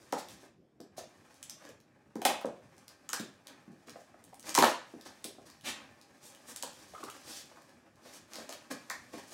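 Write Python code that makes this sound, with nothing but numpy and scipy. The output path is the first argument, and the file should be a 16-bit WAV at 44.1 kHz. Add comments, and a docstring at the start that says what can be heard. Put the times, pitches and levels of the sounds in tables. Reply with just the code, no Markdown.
"""Packing tape, cut and peeled by hand on a tall cardboard box, cracks as noise impulses of slipping glue and blade.
Fingers and flaps knock the hollow box, a bank of damped modes; folds creak as stick-slip tones.
Scissors drop on the table as broad steel clacks over a dull thud; between these hits
the tape crackles and the cardboard rubs as random micro-slips.
All sounds in a small hard room with short echoes, over a faint hush of shaped noise."""
import sys
import numpy as np
from scipy import signal
from scipy.fft import rfft, irfft
from scipy.io import wavfile
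from scipy.ndimage import uniform_filter1d

SR = 44100
rng = np.random.default_rng(int(sys.argv[2]) if len(sys.argv) > 2 else 0)


def to_wav(s):
    """Save 16-bit WAV."""
    ch = np.atleast_2d(s).T  # columns
    pcm = np.round(np.clip(ch, -1, 1) * 32767)  # PCM
    wavfile.write(sys.argv[1], SR, pcm.astype(np.int16))


def amplitude_ratio(level_db):
    """Convert a level in decibels to the matching linear amplitude (field) ratio."""
    exponent = np.asarray(level_db, float) / 20
    return 10 ** exponent


N = 411453  # length [samples]

# Scissors landing and rocking on the table: (time [s], relative clank level [dB], relative thud level [dB])
SCISSOR_DROPS = [(2.2179, -28.5, -36.5), (2.2518, -9, -24), (2.2555, -14, -25), (2.3009, -24, -30),
                 (2.412, -37.5, -44)]
# Hands resting and shifting on the box: (time [s], pressure [dB])
HAND_PRESSURE = [(0, -66.5), (.45, -67), (.6, -100), (1, -73), (1.35, -68), (1.85, -77), (2.7, -71),
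                 (3.6, -72), (4.2, -71.5), (4.85, -68.5), (5.4, -68.5), (6.05, -70), (6.75, -64.5),
                 (7.2, -64.5), (7.65, -69), (7.85, -73), (8.6, -68.5), (9.33, -66)]
# Modes of the walls and air of the box: (frequency [Hz], relative level [dB])
BOX_MODES = [(125, 2), (200, 4.5), (337.5, 4.5), (503, 7), (593, 11.5), (702, 10.5), (828, 11.5), (930, 10),
             (1130, 6.5), (1392, 6), (1640, 9.5), (1880, 7.5), (2430, 4)]
# Spectral shape of the room hush: (frequency [Hz], relative level [dB])
HUSH_SHAPE = [(25, -49.5), (60, 5.5), (150, -4), (300, -6.5), (700, -18), (2000, -32.5), (6000, -40),
              (16000, -56)]
# Reverberation time of the room: (frequency [Hz], time to fall by 60 dB [s])
ROOM_T60 = [(150, 0.31), (400, 0.35), (1040, 0.33), (2760, 0.44), (7280, 0.31), (14000, 0.19)]
# Glue or blade letting go: (time [s], relative level [dB], centre frequency [Hz])
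TAPE_CRACKS = [(0.125, -24.5, 4900), (0.2865, -35.5, 4030), (0.804, -41, 5200), (1.343, -47, 8100),
               (1.4287, -29, 7700), (1.4972, -26.5, 6300), (1.652, -42.5, 5870), (1.691, -42, 7500),
               (1.8026, -50, 3980), (2.156, -39, 6700), (2.457, -38, 5800), (2.7812, -45, 6650),
               (2.881, -35.5, 5000), (3.0912, -24, 6600), (3.132, -15.5, 6150), (3.1972, -28, 3500),
               (3.471, -32.5, 3670), (3.873, -48.5, 5000), (3.8957, -34.5, 4200), (4.2408, -41.5, 9200),
               (4.344, -41, 9500), (4.3964, -36.5, 7100), (4.428, -40, 5700), (4.4934, -23.5, 6550),
               (4.5442, -21, 5780), (4.551, -9, 6050), (4.576, -13, 6140), (4.588, -9.5, 2470),
               (4.6244, -11, 4120), (4.645, -12.5, 2950), (5.012, -38.5, 4170), (5.243, -23.5, 9900),
               (5.247, -29, 4700), (5.501, -40, 4440), (5.611, -44, 2750), (6.014, -42.5, 5000),
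               (6.256, -44, 6500), (6.349, -41, 3020), (6.562, -25.5, 7800), (6.6258, -20.5, 7200),
               (7.039, -32, 5400), (7.1006, -32, 2920), (8.335, -30.5, 6200), (8.357, -29.5, 5040),
               (8.493, -29, 5950), (8.526, -30, 3300), (8.9, -23, 5800)]
# Fingers and flaps knocking the box: (time [s], relative level [dB], centre frequency at the struck spot [Hz])
BOX_KNOCKS = [(0.126, -27.5, 667), (0.429, -53.5, 493), (0.801, -45, 323), (0.979, -40, 580),
              (1.651, -50.5, 870), (1.691, -51, 500), (2.156, -33, 333), (2.445, -28.5, 537),
              (3.0931, -47, 1290), (3.1325, -34.5, 1400), (3.198, -36, 230), (3.677, -47.5, 204),
              (3.697, -46, 200), (3.876, -50.5, 340), (3.957, -45, 610), (4.142, -52, 736),
              (4.553, -30.5, 1150), (4.577, -19, 1060), (4.583, -23, 334), (4.625, -18, 1063),
              (4.637, -17.5, 790), (4.937, -42, 367), (5.248, -43, 390), (5.383, -50, 450),
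              (6.632, -40, 850), (7.514, -54.5, 746), (7.571, -54.5, 1120), (8.058, -51, 620),
              (8.382, -43.5, 537), (8.491, -43.5, 620), (8.714, -44.5, 485), (8.902, -35.5, 1650),
              (9.138, -42.5, 417)]
# Folds creaking as the flap bends: (time [s], level [dB], frequency [Hz])
FOLD_CREAKS = [(4.325, -47.5, 784), (6.932, -44, 615), (6.944, -41, 1253), (6.972, -46, 1206),
               (7.026, -38.5, 1123), (7.032, -40, 393), (7.062, -51, 1277), (7.079, -39.5, 1193)]
# Scrapes and peels that swell and fade: (start [s], length [s], cardboard rub level [dB],
# tape crackle level over the rub [dB], crackle centre frequency [Hz])
HAND_STROKES = [(0.166, 0.042, -62, 11.5, 5300), (0.282, 0.073, -84, 18.5, 6250),
                (0.964, 0.04, -59, 10, 5600), (1.566, 0.16, -61, -6.5, 3460),
                (3.438, 0.11, -60.5, -24, 3620), (3.859, 0.042, -60, -4, 4100), (3.945, 0.11, -72, 1, 6400),
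                (4.435, 0.098, -45.5, -3.5, 5900), (4.644, 0.072, -50.5, 7, 5450),
                (5.048, 0.038, -55.5, 2, 4400), (5.452, 0.028, -62, 1.5, 4950),
                (5.632, 0.086, -44, 4.5, 2400), (5.704, 0.18, -61.5, -21, 2500),
                (6.215, 0.1, -75, 18, 8000), (6.462, 0.066, -56, 3.5, 7700), (7.231, 0.21, -62.5, 12, 5070),
                (8.002, 0.12, -62.5, 0, 4300), (8.096, 0.097, -64, 6.5, 5870),
                (8.272, 0.19, -57.5, -1, 4300), (8.476, 0.088, -57.5, -1, 4450),
                (8.701, 0.025, -46.5, 1.5, 5040), (9.119, 0.088, -50.5, -5.5, 4380),
                (9.268, 0.16, -61, 7.5, 6200)]

BOX_T60 = 0.0071  # decay by 60 dB at 1 kHz [s]; low modes ring longer
REST_RUB_DB, REST_TAPE_DB = 1, -1  # rub and crackle of the steady part over their pressure curves [dB]
TAPE_GROWTH, FIRM_DB = 2, -65.5  # crackle dB per dB of pressure, about a firm grip [dB]
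GAP_S, WALL_S, WALL_DB = 0.0065, 0.0095, 3  # late echoes at full strength [s], wall answer [s], its boost [dB]
LEAD = 100  # strain before a snap [samples]


def evened(x):
    """Root-mean-square normalisation: scales a signal to rms 1."""
    return x / np.sqrt(np.mean(x ** 2) + 1e-20)


def read(points, hz):
    """Logarithmic frequency scale: interpolates a table along log frequency."""
    f, value = np.transpose(points)
    return np.interp(np.log(hz + 1), np.log(f + 1), value)


def add(mix, s, sound):
    """Superposition: adds a sound to the mix at a time in seconds."""
    part = mix[round(s * SR):][:len(sound)]
    part += sound[:len(part)]


def hump_db(hz, centre_hz, slope_db, base_db):
    """Broad resonance: a peak falling slope_db per octave on each side, down to a base."""
    octaves = abs(np.log2((hz + 1) / centre_hz))
    return np.maximum(-slope_db * octaves, base_db)


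def flutter(hz, centre_hz, slope_db, base_db):
    """Radiation of thin free sheets, tape and paper skin: no bass, a broad peak, a soft top."""
    no_bass = hz ** 2 / (hz ** 2 + 1400 ** 2)
    soft_top = 1 / (1 + (hz / 13000) ** 4)
    return amplitude_ratio(hump_db(hz, centre_hz, slope_db, base_db)) * no_bass * soft_top


def ring(modes, t60, weight_db=0, detune=1, size=2048):
    """Modal superposition: damped sines after one tap, with damping growing as the root of frequency."""
    hz, db = np.transpose(modes)[:, :, None]
    t = np.arange(size) / SR
    decay_db = -60 * t * np.sqrt(hz / 1000) / t60
    sides = np.cos(np.pi * np.arange(len(hz)))[:, None]  # neighbouring modes start in opposite directions
    sines = np.sin(2 * np.pi * hz * detune * t)
    return (sides * amplitude_ratio(db + weight_db + decay_db) * sines).sum(0)


def burst(noise, seconds, ragged):
    """Impulsive contact: one sharp push, then a ragged after-shake of exponentially decaying noise."""
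    n = np.arange(len(noise))
    shake = ragged * noise * np.exp(-n / SR / seconds)
    return shake + (n == 0)


def hush():
    """Stationary coloured noise: a faint room hush whose level wanders in time-frequency patches."""
    frames, hz = N // 256 + 5, np.fft.rfftfreq(1024, 1 / SR)
    real, imag, patches = rng.standard_normal((frames, 513, 3)).T
    patches = uniform_filter1d(patches, 12, 0)
    patches = evened(uniform_filter1d(patches, 14, 1))
    z = (real + 1j * imag) * amplitude_ratio(read(HUSH_SHAPE, hz)[:, None] + 3 * patches)
    noise = signal.istft(z, nperseg=1024, noverlap=768)[1][:N]
    return amplitude_ratio(-64) * evened(noise)


def room(x, count=3):
    """Reverberation: first echoes off table and box, a gap, the walls, then a dense tail dying by band."""
    out, turn, lag = np.zeros(N), np.arange(N) / SR / 0.13, np.arange(SR // 2) / SR
    first = amplitude_ratio(7.0) * np.exp(-lag / 0.0016) * (lag > 0.0008)
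    onset = np.clip(2 * lag / GAP_S - 1, 0, 1) ** 2
    walls = amplitude_ratio(WALL_DB * np.exp(-((lag - WALL_S) / 0.003) ** 2))
    for k in range(count):
        hz, t, z = signal.stft(rng.standard_normal(SR // 2), SR, nperseg=256)
        decay = amplitude_ratio(-60 * t / read(ROOM_T60, hz)[:, None])
        tail = signal.istft(z * decay, SR, nperseg=256)[1][:SR // 2]
        response = tail / np.linalg.norm(tail) * (first + onset * walls)
        # tails take turns so that like hits differ
        share = np.sqrt(2 / count) * np.cos(np.pi * (turn + k / count))
        out += signal.oaconvolve(x * share, response)[:N]
    return out


def grains(per_s, spread_db):
    """Poisson-like process: random micro-slips of either sign, a few of them large."""
    size = amplitude_ratio(spread_db * np.minimum(rng.exponential(1, N), 3.5))
    size = size * rng.choice([-1, 1], N)
    return size * (rng.random(N) < per_s / SR)


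def crackle(slips_in, centre_hz, slope_db=5.0):
    """Spectral filtering: micro-slips take the colour of free tape and paper skin, at rms 1."""
    hz = np.fft.rfftfreq(len(slips_in), 1 / SR)
    colour = flutter(hz, centre_hz, slope_db, base_db=-34.5)
    return evened(irfft(rfft(slips_in) * colour, len(slips_in)))


def handling():
    """Sliding friction: micro-slips shake the box and crackle glue and paper; strokes swell above it."""
    t = np.arange(N) / SR
    press_db = np.interp(t, *np.transpose(HAND_PRESSURE))
    tape_db = press_db + (TAPE_GROWTH - 1) * (press_db - FIRM_DB)
    # uneven pressure
    grip = uniform_filter1d(rng.standard_normal(N), 700)
    grip = evened(uniform_filter1d(grip, 700))
    # rubbing barely stirs the deepest modes
    skin_db = hump_db(np.array(BOX_MODES)[:, :1], 770, slope_db=4.5, base_db=-20)
    rub = signal.oaconvolve(grains(700, spread_db=3.5), ring(BOX_MODES, BOX_T60, skin_db))[:N]
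    rub = evened(rub) * amplitude_ratio(2.5 * grip)
    ticks = grains(12000, spread_db=4.0) * amplitude_ratio(1.7 * grip)
    # stray bits of glue letting go under the hands
    snaps = crackle(grains(30, spread_db=5.0), 6000) * amplitude_ratio(-9)
    out = rub * amplitude_ratio(press_db + REST_RUB_DB)
    out += (crackle(ticks, 5000) + snaps) * amplitude_ratio(tape_db + REST_TAPE_DB)
    for start, length, rub_db, over_db, hz in HAND_STROKES:
        part = slice(round(start * SR), round((start + length) * SR))
        progress = (t[part] - start).clip(0) / length
        swell = abs(np.sin(np.pi * progress ** 1.18)) ** 1.2  # gathers speed, stops short
        tape = amplitude_ratio(over_db) * crackle(ticks[part], hz, slope_db=5.5)
        out[part] += swell * amplitude_ratio(rub_db) * (rub[part] + tape)
    return out


def creak(db, hz):
    """Stick-slip oscillation: a short tone with a roughly wandering phase that swells and fades."""
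    seconds = min(0.017, 24 / hz)  # at most 24 cycles
    t = np.arange(0, seconds, 1 / SR)
    wobble = evened(uniform_filter1d(rng.standard_normal(2048), 80))[:len(t)]
    tone = np.sin(2 * np.pi * hz * t + 0.8 * wobble)
    return amplitude_ratio(db) * tone * np.sin(np.pi * t / seconds) ** 2


def creaks():
    """Stick-slip friction in the folds: one creak for each slip of the bending flap."""
    out = np.zeros(N)
    for s, db, hz in FOLD_CREAKS:
        add(out, s, creak(db, hz))
    return out


def scissors():
    """Rigid-body impact: the steel clacks broad and sharp over a dull thud."""
    out, noise = np.zeros(N), rng.standard_normal((len(SCISSOR_DROPS), 2, 2048))
    for (s, clank_db, thud_db), (steel, table) in zip(SCISSOR_DROPS, noise):
        clank = crack(steel * abs(steel), clank_db, 2700, seconds=0.0015, ragged=0.96)
        add(out, s - LEAD / SR, clank)
        add(out, s, knock(table, thud_db, 730))
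    return out


def knock(noise, db, centre_hz):
    """Modal excitation: a soft contact rings the modes nearest the struck spot; the grip detunes them."""
    near_db = hump_db(np.array(BOX_MODES)[:, :1], centre_hz, slope_db=10, base_db=-27)
    detune = 1 + 0.03 * noise[-len(BOX_MODES):, None]
    contact = burst(noise, 0.0025, ragged=0.035)
    sound = signal.fftconvolve(contact, ring(BOX_MODES, BOX_T60, near_db, detune))
    # flesh and cardboard give before they push
    sound *= 1 - np.exp(-np.arange(len(sound)) / SR / 0.0021)
    # knocks carry little deep bass
    sound = signal.lfilter(*signal.butter(2, 110, "high", fs=SR), sound)
    return amplitude_ratio(db + 23.5) * sound / np.linalg.norm(sound)


def knocks():
    """Struck resonator: fingers and flaps knock the hollow box."""
    out, noises = np.zeros(N), rng.standard_normal((len(BOX_KNOCKS), 1024))
    for (s, db, hz), noise in zip(BOX_KNOCKS, noises):
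        add(out, s, knock(noise, db, hz))
    return out


def crack(noise, db, centre_hz, seconds=0.0014, ragged=0.5):
    """Sudden release of strain: a wide, even snap, brightest where the free tape flutters."""
    colour = flutter(np.fft.rfftfreq(len(noise), 1 / SR), centre_hz, slope_db=9.0, base_db=-8)
    strain = burst(noise[::-1], seconds / 5, ragged)[LEAD:0:-1]  # reversed in time: grows up to the snap
    release = burst(noise[:-LEAD], seconds, ragged)
    z = rfft(np.concatenate((strain, release)))
    z = z / abs(z) ** 0.45  # partly evens the spectrum
    sound = irfft(z * colour, len(noise)) * np.linspace(1, 0, len(noise)) ** 2
    return amplitude_ratio(db + 8.0) * sound / np.linalg.norm(sound)


def slips():
    """Adhesive failure: the bright cracks of glue and blade."""
    out, noises = np.zeros(N), rng.standard_normal((len(TAPE_CRACKS), 1024))
    for (s, db, hz), noise in zip(TAPE_CRACKS, noises):
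        add(out, s - LEAD / SR, crack(noise, db, hz))
    return out


def scene():
    """Linear superposition: direct sounds, their reverberation and the hush; knocks stir the room most."""
    hits = slips() + scissors()
    blows, rustle, folds = knocks(), handling(), creaks()
    wet = room(amplitude_ratio(0.63) * hits + amplitude_ratio(1.5) * blows + rustle + amplitude_ratio(-2.5) * folds)
    return (hits + blows + rustle + folds + wet + hush())[None]


def roll_off(x):
    """The treble ends steeply here."""
    return signal.sosfilt(signal.butter(12, 17000, fs=SR, output="sos"), x)


def record(dry):
    """Band limiting: the microphone loses the deep bass; a fixed low-pass at 16 kHz bounds the top."""
    no_bass = signal.sosfilt(signal.butter(2, 130, "high", fs=SR, output="sos"), dry)
    mix = signal.oaconvolve(no_bass, signal.firwin(255, 16000, fs=SR)[None], "same")
    return roll_off(mix)


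dry = scene()
out = record(dry)
to_wav(out)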